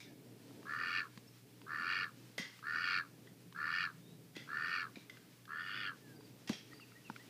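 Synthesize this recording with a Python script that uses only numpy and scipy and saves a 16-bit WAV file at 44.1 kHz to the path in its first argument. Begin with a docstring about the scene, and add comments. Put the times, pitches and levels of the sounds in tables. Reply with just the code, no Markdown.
"""A white duck on a lawn gives six long, rasping quacks: slow pulses from its syrinx ring the throat,
and the tone brightens as the bill opens. The last is heard from aside, duller, its pulses more smeared.
Work in the yard adds sharp clacks that echo off the houses; light ticks and a few dull, close bumps
stay dry. Underneath is a bed of low outdoor rumble, rustling leaves, a machine's hum and microphone
hiss, with faint songbirds and a soft drone that swells midway."""
import sys
import numpy as np
from scipy import signal
from scipy.fft import rfft, irfft, next_fast_len
from scipy.io import wavfile
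from scipy.ndimage import uniform_filter1d, map_coordinates

SR = 44100
rng = np.random.default_rng(int(sys.argv[2]) if len(sys.argv) > 2 else 0)


def wav_out(sig):
    """Save sig, one row per channel (or a flat mono array), as 16-bit PCM at SR to the path in sys.argv[1]."""
    wavfile.write(sys.argv[1], SR, np.round(np.clip(np.atleast_2d(sig).T, -1, 1) * 32767).astype(np.int16))


N = 321489

# Tone of the rumble, the leaves and the hiss. Each row: frequency in Hz, relative level in dB.
RUMBLE_SPECTRUM = [(15, -60), (25, -36), (86, -18.5), (99, -14.5), (119, 1), (145, -1), (172, -7.5),
                   (300, -1.5), (350, -9), (421, -5.5), (484, -12), (1000, -25.5), (1300, -59),
                   (2200, -120)]
LEAF_SPECTRUM = [(500, -13), (900, 1), (1700, 2.5), (2500, 2.5), (3800, 0.5), (5000, 1), (7000, -4.5),
                 (12000, -13.5)]
HISS_SPECTRUM = [(100, 6), (3000, -26), (8000, -4.5), (15000, -3.5)]
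# Slow fader rides for the rumble and the leaves. Each row: time in seconds, fader level in dB.
RUMBLE_RIDE = [(0.0, -61), (0.55, -55.5), (1.26, -65), (1.52, -63), (1.68, -59.5), (1.95, -59), (2.46, -64),
               (3.39, -61), (3.65, -64), (4.12, -61), (5.04, -61.5), (5.32, -65), (5.56, -62), (6.21, -58),
               (6.56, -62), (7.29, -60.5)]
LEAF_RIDE = [(0, -72), (.7, -65), (1.4, -69.5), (2.6, -66), (3.15, -69.5), (4.1, -69), (5.1, -66),
             (5.45, -69.5), (6.3, -68), (7.29, -65)]
# The machine's hum. Each row: frequency in Hz, level in dB.
HUM_PARTIALS = [(120.3, -67.5), (180.5, -73)]

# Tool blows. Each row: start in seconds, peak in dB, tuning ratio of the body, relative treble in dB,
# steel ring in dB, frequency in Hz where the steel rings most, echo send in dB.
CLACK_HITS = [(.003, -44.5, 1.14, 8, -13, 3000, 3), (2.3799, -27.5, 1.025, 5, -18, 3200, 1),
              (3.271, -52, 1.0, -5, -27, 3000, -7), (4.353, -47.5, 1.01, 3.5, -15, 3000, 11.5),
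              (4.364, -39.5, 1.29, 4, -30, 3000, -8), (4.957, -40.5, 1.2, -2, -23, 3000, -4),
              (5.097, -41, 1.05, -1, -30, 3000, -7.5), (5.171, -47.5, 0.79, 0, -25, 3000, -8),
              (6.475, -39, 1.37, 12, 0, 2800, 1), (6.493, -34.5, 1.07, 19, -12, 5000, -2),
              (6.531, -37, 1.26, 9, 2.5, 5600, -2.5)]
# Body and bright crack of the struck thing. Each row: frequency in Hz, width in Hz, level in dB.
BODY_MODES = [(576, 200, 3.5), (1550, 830, 1.5), (1955, 260, 16.5), (3250, 450, 7), (4570, 520, -11)]
CRACK_MODES = [(2620, 3900, 7), (4900, 600, 0.5), (6200, 390, -0.5), (8800, 1600, -57)]
# Ring of the steel tool. Each row: frequency in Hz, level in dB, seconds to fall 60 dB.
STEEL_MODES = [(2537, -14, 0.13), (3250, 1, 0.067), (5500, -7, 0.067)]
# The yard's reverb tail. Each row: frequency in Hz, seconds to fall 60 dB.
YARD_DECAY = [(200, 0.49), (2000, 0.39), (5000, 0.44), (10000, 0.18)]

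# Songbird phrases on one repeated note. Each row: start in seconds, note count, spacing in seconds,
# note length in seconds, opening pitch in Hz, closing pitch in Hz, level in dB.
BIRD_PHRASES = [(0.062, 1, 0, 0.057, 1820, 1650, -66), (1.27, 1, 0, 0.026, 5220, 5480, -61.5),
                (3.997, 1, 0, 0.18, 3550, 3950, -69.5), (6.006, 1, 0, .17, 1805, 1500, -66),
                (6.153, 3, 0.042, .03, 4900, 4510, -65.5), (6.73, 3, 0.033, 0.027, 4910, 4380, -61.5),
                (6.468, 4, 0.24, 0.038, 1820, 2025, -57.5), (6.798, 2, .243, .052, 3000, 2380, -57.5)]

# Small dry taps. Each row: start in seconds, peak in dB, pitch in Hz, click against ring in dB.
TICK_HITS = [(.508, -54.5, 850, -21.5), (.630, -49, 1140, -5), (1.175, -43, 1060, 1.5),
             (1.616, -48.5, 980, 0), (2.591, -47, 1256, -2), (3.525, -47.5, 1090, 0),
             (5.454, -48.5, 1670, 4), (6.208, -53, 960, -9), (6.495, -33.5, 1010, -3),
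             (6.732, -48, 1280, -14), (6.798, -49, 1290, -16), (6.92, -52, 1352, -16),
             (7.0996, -33, 914, -14), (7.162, -38.5, 1420, -6.5)]
# A tick's ring. Each row: multiple of its pitch, width in Hz, level in dB.
TICK_RING = [(1, 230, 3.5), (1.57, 290, -2)]
# A tick's contact click. Each row: frequency in Hz, width in Hz, level in dB.
CLICK_MODES = [(2600, 1100, 3), (4330, 2400, -3)]

# The duck's calls. Each row: start in seconds, length in seconds, level in dB, bill opening time in
# seconds, wide-open brightness in dB, rasp in dB, top pulse rate in Hz, boost of the lowest throat mode
# in dB, wide-open throat boost in dB, 1 for facing us or 0 for aside.
QUACK_CUES = [(0.648, .44, -40.5, 0.19, -1.5, -8.5, 91.03, 6, 0.5, 1),
              (1.659, .46, -41, .18, -2.5, -8, 93.44, 3, 1, 1),
              (2.621, .448, -39.5, .18, -2.5, -6, 91.9, -1, 1, 1),
              (3.541, 0.39, -39, 0.18, -3, -7.5, 92.3, 0.5, 0, 1),
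              (4.47, 0.43, -39.5, .205, -3.5, -7.5, 91.84, 1, 0, 1),
              (5.472, 0.49, -42, 0.17, -5, -11, 102, 0, -3, 0)]
# Resonances of the throat, the open bill and the windpipe's high rasp, the last two from the front
# and from aside. Each row: frequency in Hz, width in Hz, level in dB.
THROAT_MODES = [(1213, 91, -5.5), (1439, 186, 3.5), (1787, 114, 6.5)]
BILL_FRONT_MODES = [(2236, 51, 2), (2426, 275, 1), (2828, 136, -1.5), (3300, 165, -11)]
BILL_ASIDE_MODES = [(2150, 300, -8.5), (2454, 130, -10), (2876, 180, -3.5), (3340, 270, -7)]
RASP_FRONT_MODES = [(3960, 200, -4), (4500, 310, 5.5), (4926, 230, -2.5), (5720, 400, -15),
                    (7750, 3200, -33)]
RASP_ASIDE_MODES = [(4580, 490, 7), (4960, 365, -12)]

# Dull, close bumps. Each row: start in seconds, peak in dB, pitch in Hz.
BUMP_HITS = [(1.175, -45.5, 190), (2.381, -38, 520), (2.396, -38.5, 195), (3.318, -47, 157),
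             (4.367, -40, 320), (4.971, -41, 249), (6.498, -26.5, 213), (7.099, -38, 217)]
# The low drone. One row: crest time and spread in seconds, centre and width in Hz, crest level in dB.
DRONE_BAND = (4, 1.1, 166.5, 26, -63.5)


def amp(db):
    """Decibels to gain."""
    return 10 ** (np.asarray(db) / 20)


def unit(x):
    """Normalise to rms 1."""
    return x / np.sqrt(np.mean(x ** 2) + 1e-20)


def peaked(x):
    """Normalise to peak 1."""
    return x / np.abs(x).max()


def along(points, hz):
    """Read (Hz, value) points on a log frequency axis."""
    freqs, values = np.transpose(points)
    return np.interp(np.log(hz + 1), np.log(freqs), values)


def wobble(rate):
    """Smooth random modulation with `rate` knots a second."""
    knots = rng.standard_normal(int(N * rate / SR) + 4)
    return map_coordinates(knots, [np.arange(N) * rate / SR])


def filtered(x, response):
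    """EQ a track with a gain that is a function of frequency."""
    size = next_fast_len(N + SR // 4)
    return irfft(rfft(x, size) * response(np.fft.rfftfreq(size, 1 / SR)), size)[:N]


def noise(spectrum):
    """Coloured noise at rms 1."""
    return unit(filtered(rng.standard_normal(N), lambda hz: amp(along(spectrum, hz))))


def resonate(x, modes, size=4096):
    """Ring x through steep-sided resonances, each given as (Hz, width in Hz, dB)."""
    f = np.fft.rfftfreq(size, 1 / SR)
    gain = sum(amp(db) * (f * width) ** 2 / ((hz * hz - f * f) ** 2 + (f * width) ** 2)
               for hz, width, db in modes)
    # minimum phase, so nothing rings ahead of the hit
    cepstrum = irfft(np.log(gain + 1e-4))
    cepstrum[1:size // 2] *= 2
    cepstrum[size // 2 + 1:] = 0
    return signal.fftconvolve(x, irfft(np.exp(rfft(cepstrum))))[:len(x)]


def burst(t60, size=4096):
    """Contact noise that falls 60 dB in t60 seconds."""
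    return rng.standard_normal(size) * amp(-60 * np.arange(size) / SR / t60)


def add(track, start, sound):
    """Mix a sound into the track, `start` seconds in."""
    part = track[max(0, round(start * SR)):][:len(sound)]
    part += sound[:len(part)]


def outdoor_bed(rumble_trim_db=-0.25, hiss_db=-70):
    """Swelling rumble, fluttering leaves, a machine's slightly drifting hum and microphone hiss."""
    t = np.arange(N) / SR
    rumble_db = np.interp(t, *np.transpose(RUMBLE_RIDE)) + rumble_trim_db
    rumble = amp(rumble_db + 1.64 * wobble(13)) * noise(RUMBLE_SPECTRUM)
    leaves_db = np.interp(t, *np.transpose(LEAF_RIDE))
    leaves = amp(leaves_db + 1.27 * wobble(22)) * noise(LEAF_SPECTRUM)
    drifting_t = t + 0.00016 * wobble(3.28)
    hum = np.sqrt(2) * sum(amp(db) * np.sin(2 * np.pi * hz * drifting_t) for hz, db in HUM_PARTIALS)
    hum *= amp(1.2 * wobble(1.3))
    return rumble + leaves + hum + amp(hiss_db) * noise(HISS_SPECTRUM)


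def steel_ring(favoured_hz, fall_db_per_octave=4):
    """The tool's steel rings briefly; modes far from the frequency a blow favours ring less."""
    t = np.arange(4096) / SR
    ring = np.zeros(len(t))
    for hz, db, t60 in STEEL_MODES:
        struck_db = db - fall_db_per_octave * abs(np.log2(hz / favoured_hz))
        ring += amp(struck_db - 60 * t / t60) * np.sin(2 * np.pi * hz * t)
    return unit(ring)


def clacks(crack_trim_db=-8.5):
    """Hard tool blows layer body, crack and steel ring, and echo around the yard."""
    direct, send = np.zeros(N), np.zeros(N)
    for start, db, tuning, treble_db, steel_db, favoured_hz, echo_db in CLACK_HITS:
        modes = [(hz * tuning, width, level) for hz, width, level in BODY_MODES]
        body = unit(resonate(burst(t60=.035), modes))
        crack = amp(treble_db + crack_trim_db) * unit(resonate(burst(t60=.04), CRACK_MODES))
        steel = amp(steel_db) * steel_ring(favoured_hz)
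        blow = amp(db) * peaked(body + crack + steel)
        add(direct, start, blow)
        add(send, start, amp(echo_db) * blow)
    return direct + yard_echo(send)


def yard_echo(send, build_s=0.0059):
    """Houses and trees return a diffuse tail, each frequency dying at its own speed."""
    hz, t, spectrum = signal.stft(rng.standard_normal(SR // 2), SR, nperseg=256)
    decay = amp(-60 * t / along(YARD_DECAY, hz)[:, None])
    fade_in = 1 - np.exp(-t / build_s)
    _, tail = signal.istft(spectrum * decay * fade_in, SR, nperseg=256)
    return signal.fftconvolve(send, tail / np.linalg.norm(tail))[:N]


def songbirds(waver=0.016):
    """Distant whistled glides, single or evenly repeated, a little unsteady in pitch."""
    out = np.zeros(N)
    unsteady = 1 + waver * wobble(180)
    for first, count, spacing, length, start_hz, end_hz, db in BIRD_PHRASES:
        progress = np.linspace(0, 1, round(length * SR))
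        glide = start_hz + (end_hz - start_hz) * progress
        envelope = amp(db) * np.sin(np.pi * progress)
        for start in first + spacing * np.arange(round(count)):
            pitch = glide * np.resize(unsteady[round(start * SR):], len(glide))
            add(out, start, envelope * np.sin(2 * np.pi * np.cumsum(pitch) / SR))
    return out


def ticks():
    """Light dry taps: a contact click on top of a short pitched ring."""
    out = np.zeros(N)
    for start, db, hz, click_db in TICK_HITS:
        modes = [(hz * multiple, width, level) for multiple, width, level in TICK_RING]
        click = peaked(resonate(burst(t60=.03), CLICK_MODES))
        ring = peaked(resonate(signal.unit_impulse(len(click)), modes))
        add(out, start, amp(db) * peaked(ring + amp(click_db) * click))
    return out


def bill_gape(t, length, open_s, curve=2.4, shut_lead_s=.068, shut_s=.01096):
    """The bill, from 0 shut to 1 wide: it eases open and snaps shut just before the quack ends."""
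    opening = 1 - np.exp(-(t / open_s) ** curve)
    return opening / (1 + np.exp((t - length + shut_lead_s) / shut_s))


def resonance_bend(t, length, gape, scoop_s=.028, sag_s=.04):
    """Tuning ratio of the duck's resonances: they scoop up, lift with the gape and sag at the end."""
    scoop = .19 * np.exp(-t / scoop_s)
    lift = .0058 * (gape - .5)
    sag = .24 * np.exp(np.minimum(t - length, 0) / sag_s)
    waver = .008 * wobble(16)[:len(t)]
    return 1 + lift - scoop - sag + waver


def syrinx(rate_hz, jitter_s=.0005, scatter_db=1):
    """The membranes snap once a cycle, unevenly; gives each snap's sample index and strength."""
    cycles = np.flatnonzero(np.diff(np.floor(np.cumsum(rate_hz) / SR + .5)))
    shift, strength = rng.standard_normal((64, 2))[:len(cycles)].T
    snaps = cycles + (jitter_s * SR * shift).astype(int)
    return np.clip(snaps, 0, len(rate_hz) - 1), amp(scatter_db * strength)


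def voice_layer(pulses, modes, rough, puff_s, smear, lag_s):
    """Snaps and their turbulent puffs ring a group of resonances; `smear` fills the gaps with noise."""
    age = np.arange(-SR // 200, SR // 200) / SR
    puffs = signal.fftconvolve(pulses, np.exp(-(age / puff_s) ** 2), "same")
    air = (puffs + smear) * rng.standard_normal(len(pulses))
    air_share = np.clip(rough, 0, 1)
    tone = np.sqrt(1 - air_share) * unit(resonate(pulses, modes))
    breath = np.sqrt(air_share) * unit(resonate(air, modes))
    sound = tone + breath
    # the steady push of air evens out the strength over a few cycles
    power = uniform_filter1d(uniform_filter1d(sound ** 2, SR // 42), SR // 80)
    sound /= np.sqrt(np.abs(power) + .08)
    return np.pad(sound, (round(lag_s * SR), 0))[:len(pulses)]


def air_push(t, length, attack_s=.024, swell_db_per_s=2, release_s=.089):
    """The breath behind a quack, as a gain: quick attack, slow swell, release and a light flutter."""
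    attack_db = -22.5 * np.exp(-t / attack_s)
    swell_db = swell_db_per_s * (t - length / 2)
    release_db = -28.5 * np.clip((t - length) / release_s + 1, 0, None) ** 1.82
    flutter_db = .93 * wobble(28.8)[:len(t)]
    return amp(attack_db + swell_db + release_db + flutter_db)


def quack(length, open_s, wide_db, rasp_db, top_rate_hz, low_db, wide_throat_db,
          bill_modes, rasp_modes, smear, shut_db=-23.5, shut_rate_hz=73.7, rasp_growth=.69, size=24576):
    """One quack: as the bill opens, the voice pulses faster and turns rougher and brighter."""
    t = np.arange(size) / SR
    gape = bill_gape(t, length, open_s)
    bright_db = shut_db + (wide_db - shut_db) * gape
    rate_hz = shut_rate_hz + (top_rate_hz - shut_rate_hz) * gape
    # a varispeed clock bends the resonances while the snaps keep their timing
    clock = np.cumsum(resonance_bend(t, length, gape))
    snaps, strength = syrinx(rate_hz)
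    pulses = np.bincount(clock[snaps].astype(int), strength, size)[:size]
    throat_rough = .33 + .7 * np.interp(np.arange(size), clock, amp(bright_db))
    (hz, width, db), *upper = THROAT_MODES
    throat_modes = [(hz, width, db + low_db), *upper]
    # within each cycle the low throat speaks first, the bill and the rasp just after
    throat = voice_layer(pulses, throat_modes, throat_rough, puff_s=.0018, smear=smear + .12, lag_s=0)
    bill = voice_layer(pulses, bill_modes, rough=.88, puff_s=.0014, smear=smear, lag_s=.0018)
    rasp = voice_layer(pulses, rasp_modes, rough=.92, puff_s=.0017, smear=smear + .05, lag_s=.0021)
    mix = [(throat, wide_throat_db * gape), (bill, bright_db), (rasp, rasp_db + rasp_growth * bright_db)]
    voice = sum(amp(gain_db) * map_coordinates(layer, [clock]) for layer, gain_db in mix)
    return air_push(t, length) * voice * signal.windows.tukey(size, .02)


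def duck():
    """Six quacks; the last is heard from aside, duller, with its pulses more smeared."""
    out = np.zeros(N)
    for start, length, db, *voicing, facing in QUACK_CUES:
        if round(facing):
            call = quack(length, *voicing, BILL_FRONT_MODES, RASP_FRONT_MODES, smear=.29)
        else:
            call = quack(length, *voicing, BILL_ASIDE_MODES, RASP_ASIDE_MODES, smear=.44)
        add(out, start, amp(db) * call)
    return out


def bumps(width_ratio=0.58, puff_db=-12):
    """Soft, heavy contacts: a thump of a few low cycles with a dull puff."""
    out = np.zeros(N)
    for start, db, hz in BUMP_HITS:
        puff = peaked(resonate(burst(t60=.14), [(180, 94, -0.5), (470, 420, -12)]))
        thump = peaked(resonate(signal.unit_impulse(len(puff)), [(hz, width_ratio * hz, 0)]))
        add(out, start, amp(db) * peaked(thump + amp(puff_db) * puff))
    return out


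def drone():
    """A narrow band of rumble fades up midway and away again."""
    crest_s, spread_s, hz, width, db = DRONE_BAND
    t = np.arange(N) / SR
    band = unit(filtered(rng.standard_normal(N), lambda f: np.exp(-((f - hz) / width) ** 2)))
    return amp(db) * np.exp(-((t - crest_s) / spread_s) ** 2) * band


def scene(duck_send_db=-25.5, bird_send_db=-9):
    """The lawn in mono: the duck nearly dry up front, the songbirds set back in the yard's echo."""
    quacks, song = duck(), songbirds()
    echoes = yard_echo(amp(duck_send_db) * quacks + amp(bird_send_db) * song)
    return (quacks + song + echoes + clacks() + bumps() + ticks() + outdoor_bed() + drone())[None]


def record(dry, low_cut_hz=45, top_hz=15400):
    """A small microphone rolls off the deep bass, and a hard band limit cuts the very top."""
    return filtered(dry[0], lambda hz: (hz < top_hz) * (1j * hz / (low_cut_hz + 1j * hz)) ** 2)[None]


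dry = scene()
out = record(dry)
wav_out(out)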